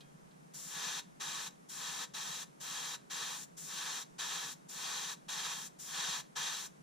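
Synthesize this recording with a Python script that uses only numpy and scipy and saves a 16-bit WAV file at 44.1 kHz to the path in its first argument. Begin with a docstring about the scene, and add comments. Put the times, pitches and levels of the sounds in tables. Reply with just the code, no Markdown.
"""Faint workshop noise and a low hum that throbs about ten times a second are there from the start.
Metal being handled gives two faint ticks. Then an airbrush paints a small part in twelve short strokes.
In each, the trigger lets out a thin, steady hiss of air. A fuller, ringing rush of paint swells as the
spray sweeps onto the part and fades as it slides off. The valve shuts, and bench and room echo briefly."""
import sys
import numpy as np
from scipy import signal
from scipy.fft import rfft, irfft, next_fast_len
from scipy.io import wavfile
from scipy.ndimage import map_coordinates

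SR = 44100
rng = np.random.default_rng(int(sys.argv[2]) if len(sys.argv) > 2 else 0)


def int16_out(signal):
    """Quantize to a 16-bit WAV file."""
    q = np.round(np.clip(np.atleast_2d(signal).T, -1, 1) * 32767)
    wavfile.write(sys.argv[1], SR, q.astype(np.int16))


N = 301017
TIME = np.arange(N) / SR
FREQ = np.maximum(np.arange(N + 1) * SR / (2 * N), 1)

# One trigger press a row. The rush peaks best_aim_s after start_s and is at half power fade_s later.
# start_s, stop_s, best_aim_s, fade_s, relative_level_db
STROKES = [ (0.541, 1.006, .35, 0.12, -45), (1.204, 1.486, .02, 0.23, -46.5),
           (1.692, 2.052, 0.25, 0.14, -47), (2.142, 2.44, 0.071, 0.19, -47.5),
           (2.606, 2.959, 0.21, 0.15, -46.5), (3.104, 3.448, 0.11, 0.12, -45.5),
           (3.573, 4.034, 0.3, 0.12, -45.5), (4.188, 4.538, 0.093, .16, -44.5),
           (4.69, 5.144, 0.27, 0.14, -45), (5.288, 5.681, 0.083, 0.17, -44.5),
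           (5.793, 6.213, .268, 0.11, -42.5), (6.361, 6.672, .01, 0.18, -42.5), ]


def undb(db):
    """Turn decibels into a number to multiply a sound by."""
    return 10 ** (np.asarray(db) / 20)


def contour(table, column=1):
    """Join the points of a pitch and decibel table into a gain for every frequency."""
    points = np.array(table, float)
    return undb(np.interp(np.log(FREQ), np.log(points[:, 0]), points[:, column]))


def colour(sound, gain):
    """Turn each frequency of a sound up or down by its gain."""
    size = next_fast_len(N + SR // 2, real=True)
    bin_hz = np.arange(size // 2 + 1) * SR / size
    return irfft(rfft(sound, size) * np.interp(bin_hz, FREQ, gain), size)[..., :N]


def noise(middle, side):
    """Two shaped noises: the middle is what both ears share, the side is how they differ."""
    return np.array([colour(rng.standard_normal(N), gain) for gain in (middle, side)]) * np.sqrt(SR / 2)


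def left_right(sound):
    """Turn middle and side into left and right."""
    middle, side = sound
    return np.array([middle + side, middle - side])


def wander(rate_hz):
    """A smooth random curve that mostly stays between -1 and 1."""
    return map_coordinates(rng.standard_normal(2048), [TIME * rate_hz], order=3, mode="mirror")


def workshop(rumble_hz=90, rumble_db=-1.5, waver_db=3.5):
    """Even room noise whose deepest rumble wavers."""
    # The tone of the quiet room: pitch_hz, middle_db, side_db
    room_tone = [(25, -103, -112), (50, -101, -110), (115, -109, -111), (143.5, -84, -87),
                 (204, -87.5, -88), (331, -94.5, -92), (600, -100, -92.5), (815, -103, -92),
                 (1420, -106, -99), (3060, -112, -112), (4500, -114, -117), (6040, -111.5, -112),
                 (10400, -115, -115), (15000, -129, -129)]
    air = noise(contour(room_tone), contour(room_tone, column=2))
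    rumble = colour(air, 1 / (1 + (FREQ / rumble_hz) ** 12))
    return air - rumble + rumble * undb(rumble_db + waver_db * wander(16))


def hum(pitch_hz=160.5, beat_hz=9.766, first_beat_s=.053, swell_s=.0073, level_db=-54, uneven_db=2.5):
    """A low hum throbs: each beat is a soft swell of two or three waves with no deep bass."""
    beats = (TIME - first_beat_s) * beat_hz + .5
    from_peak_s = (beats % 1 - .5) / beat_hz
    beat_gains = undb(level_db + uneven_db * rng.standard_normal(128))
    swell = beat_gains[np.floor(beats).astype(int)] * np.exp(-(from_peak_s / swell_s) ** 2)
    throb = swell * np.cos(2 * np.pi * pitch_hz * from_peak_s)
    throb = colour(throb, 1 / np.hypot(1, (138 / FREQ) ** 12))  # cut below 138 Hz
    return np.array([throb, -.16 * throb])  # middle and side: a little to the right


def room_echo(sound, early_db=-12, early_fade_s=.18, late_db=-15, late_fade_s=.3, dull_hz=6000):
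    """Nearby things scatter the sound at once; the walls add a faint, duller tail."""
    t = TIME[:SR // 2]
    echoes = []
    for db, fade_s in ((early_db, early_fade_s), (late_db, late_fade_s)):
        tail = rng.standard_normal((2, len(t))) * 1000 ** (-t / fade_s)  # 60 dB down after fade_s
        tail *= undb(db) / np.linalg.norm(tail, axis=1, keepdims=True)
        echoes.append(signal.fftconvolve(sound, tail, axes=1)[:, :N])
    nearby, walls = echoes
    return sound + nearby + colour(walls, 1 / np.hypot(1, FREQ / dull_hz))


def metal_ticks(scrape_hz=3900, width_hz=750, scrape_fade_s=.082):
    """Handled metal ticks: each touch is a brief scrape and a faint ring."""
    # The touches: start_s, relative_level_db
    touches = [(.006, -55.5), (.311, -70)]
    # The notes the metal rings with: pitch_hz, relative_level_db, fade_s (time to fall 60 dB)
    metal_notes = [(1630, -19, 0.64), (2500, -16, .35), (3245, -13, 0.45), (4040, -2, .04)]
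    t = TIME[:SR // 2]
    ring = sum(undb(db) * 1000 ** (-t / fade_s) * np.sin(2 * np.pi * hz * t)
               for hz, db, fade_s in metal_notes)
    ticks = np.zeros(N)
    for start_s, db in touches:
        scrape = colour(rng.standard_normal(N), 1 / np.hypot(1, (FREQ - scrape_hz) / width_hz))[:len(t)]
        scrape = scrape / scrape.std() * 1000 ** (-t / scrape_fade_s)
        start = int(start_s * SR)
        ticks[start:start + len(t)] += undb(db) * (ring + scrape)
    return np.array([ticks, np.zeros(N)])  # all middle, no side


def valve(open_s=.015, close_s=.022):
    """How far the air valve is open, 0 to 1: it snaps open and springs back a little more slowly."""
    return sum(np.clip(np.minimum((TIME - start_s) / open_s, (stop_s - TIME) / close_s) + .5, 0, 1)
               for start_s, stop_s, *_ in STROKES)


def air_jet(gain_db=-.6):
    """Air at steady pressure leaves the nozzle as a thin, even hiss."""
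    # The tone of the air alone: pitch_hz, middle_db, side_db
    hiss_tone = [(300, -108, -115), (1000, -102, -100), (2740, -100, -103), (4080, -94, -116),
                 (5020, -92.5, -90.5), (5720, -85, -89), (6400, -88, -86.5), (7200, -85, -85.5),
                 (8340, -92, -85), (9150, -93.5, -97), (10130, -93, -90.5), (11400, -99.5, -99),
                 (13600, -96, -100), (15000, -100, -102)]
    return noise(contour(hiss_tone), contour(hiss_tone, column=2)) * undb(gain_db)


def aim(off_part_db=-65, edge_steepness=3.07):
    """How strong the rush is: it swells as the jet sweeps onto the part and fades as it slides off."""
    power = np.full(N, undb(off_part_db) ** 2)
    for start_s, stop_s, best_aim_s, fade_s, db in STROKES:
        spraying = (TIME > start_s - .02) & (TIME < stop_s + .02)
        off_target = np.abs(TIME[spraying] - start_s - best_aim_s) / fade_s
        power[spraying] += undb(db) ** 2 * .5 ** (off_target ** edge_steepness)
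    return np.sqrt(power)


def paint_rush(body_hz=2300, body_db=.64, waver_db=.62, flutter_db=.84):
    """Paint torn into droplets makes a ringing rush; the aim of the jet sets how loud it is."""
    # Where nozzle, part and bench ring: pitch_hz, half_width_hz, relative_level_db
    resonances = [(457, 54, -14.5), (905, 158, -8.5), (990, 140, -8.5), (1121, 29, -3.5), (1269, 66, -5.5),
                  (1520, 92, -7), (1718, 77, -3.5), (1790, 240, -7.5), (2497, 227, -8.5), (2820, 137, -9),
                  (3240, 109, -2), (3706, 244, -2.5), (3900, 63, 0.0), (3960, 43, -4.2), (4164, 53, -4.5),
                  (4347, 110, -4.5), (4600, 51, -7.5), (4876, 153, -6.5), (5410, 123, -6.5),
                  (5680, 124, -4), (5980, 58, -3), (6320, 240, -5), (6977, 890, -13.5), (7520, 160, -12),
                  (8930, 590, -17.5), (9600, 3200, -25.5)]
    # The part of the rush that differs between the ears: pitch_hz, relative_level_db
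    side_tone = [(200, -42), (600, -24), (830, -5), (1100, -10), (1300, -12), (2000, -14.5), (2800, -12.5),
                 (3500, -22), (4000, -30), (4500, -29), (4900, -18), (6300, -11.5), (7200, -12),
                 (11500, -36)]
    ring_power = sum(undb(db) ** 2 / (1 + ((FREQ - hz) / half_width_hz) ** 2) ** 2
                     for hz, half_width_hz, db in resonances)
    bright_core = (FREQ > 2500) & (FREQ < 5000)  # the stroke levels apply to this band
    core_strength = np.sqrt(np.sum(ring_power[bright_core]) * SR / (2 * N))
    rush = noise(np.sqrt(ring_power), contour(side_tone)) / core_strength
    body = colour(rush, 1 / (1 + (FREQ / body_hz) ** 8))  # the low part wavers on its own
    rush = rush - body + body * undb(body_db + waver_db * wander(25))
    flutter = undb(flutter_db * wander(45))  # paint leaves the needle unevenly
    return rush * aim() * flutter


def scene(spray_db=-.5):
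    """Air and paint pass one valve and echo in the room with the ticks, over room noise and hum."""
    # Each microphone hears the jet with its own tone: pitch_hz, left_minus_right_db
    balance = [(300, -2), (450, 5.5), (800, 3.5), (1000, -7.5), (1250, -5.5), (1550, 3.5), (1900, 2.5),
               (2500, 1.5), (3300, -2), (4700, 1.5), (5800, 0.5), (7000, 8.5), (8500, -1), (15000, 1)]
    spray = valve() * (air_jet() + paint_rush())
    left, right = left_right(room_echo(spray + metal_ticks()))
    lean_left = np.sqrt(contour(balance))
    foreground = np.array([colour(left, lean_left), colour(right, 1 / lean_left)])
    return undb(spray_db) * foreground + left_right(workshop() + hum())


def record(dry):
    """Cut the highest treble steeply, above 15350 Hz."""
    return signal.sosfilt(signal.ellip(12, .1, 80, 15350, fs=SR, output="sos"), dry)


dry = scene()
out = record(dry)
int16_out(out)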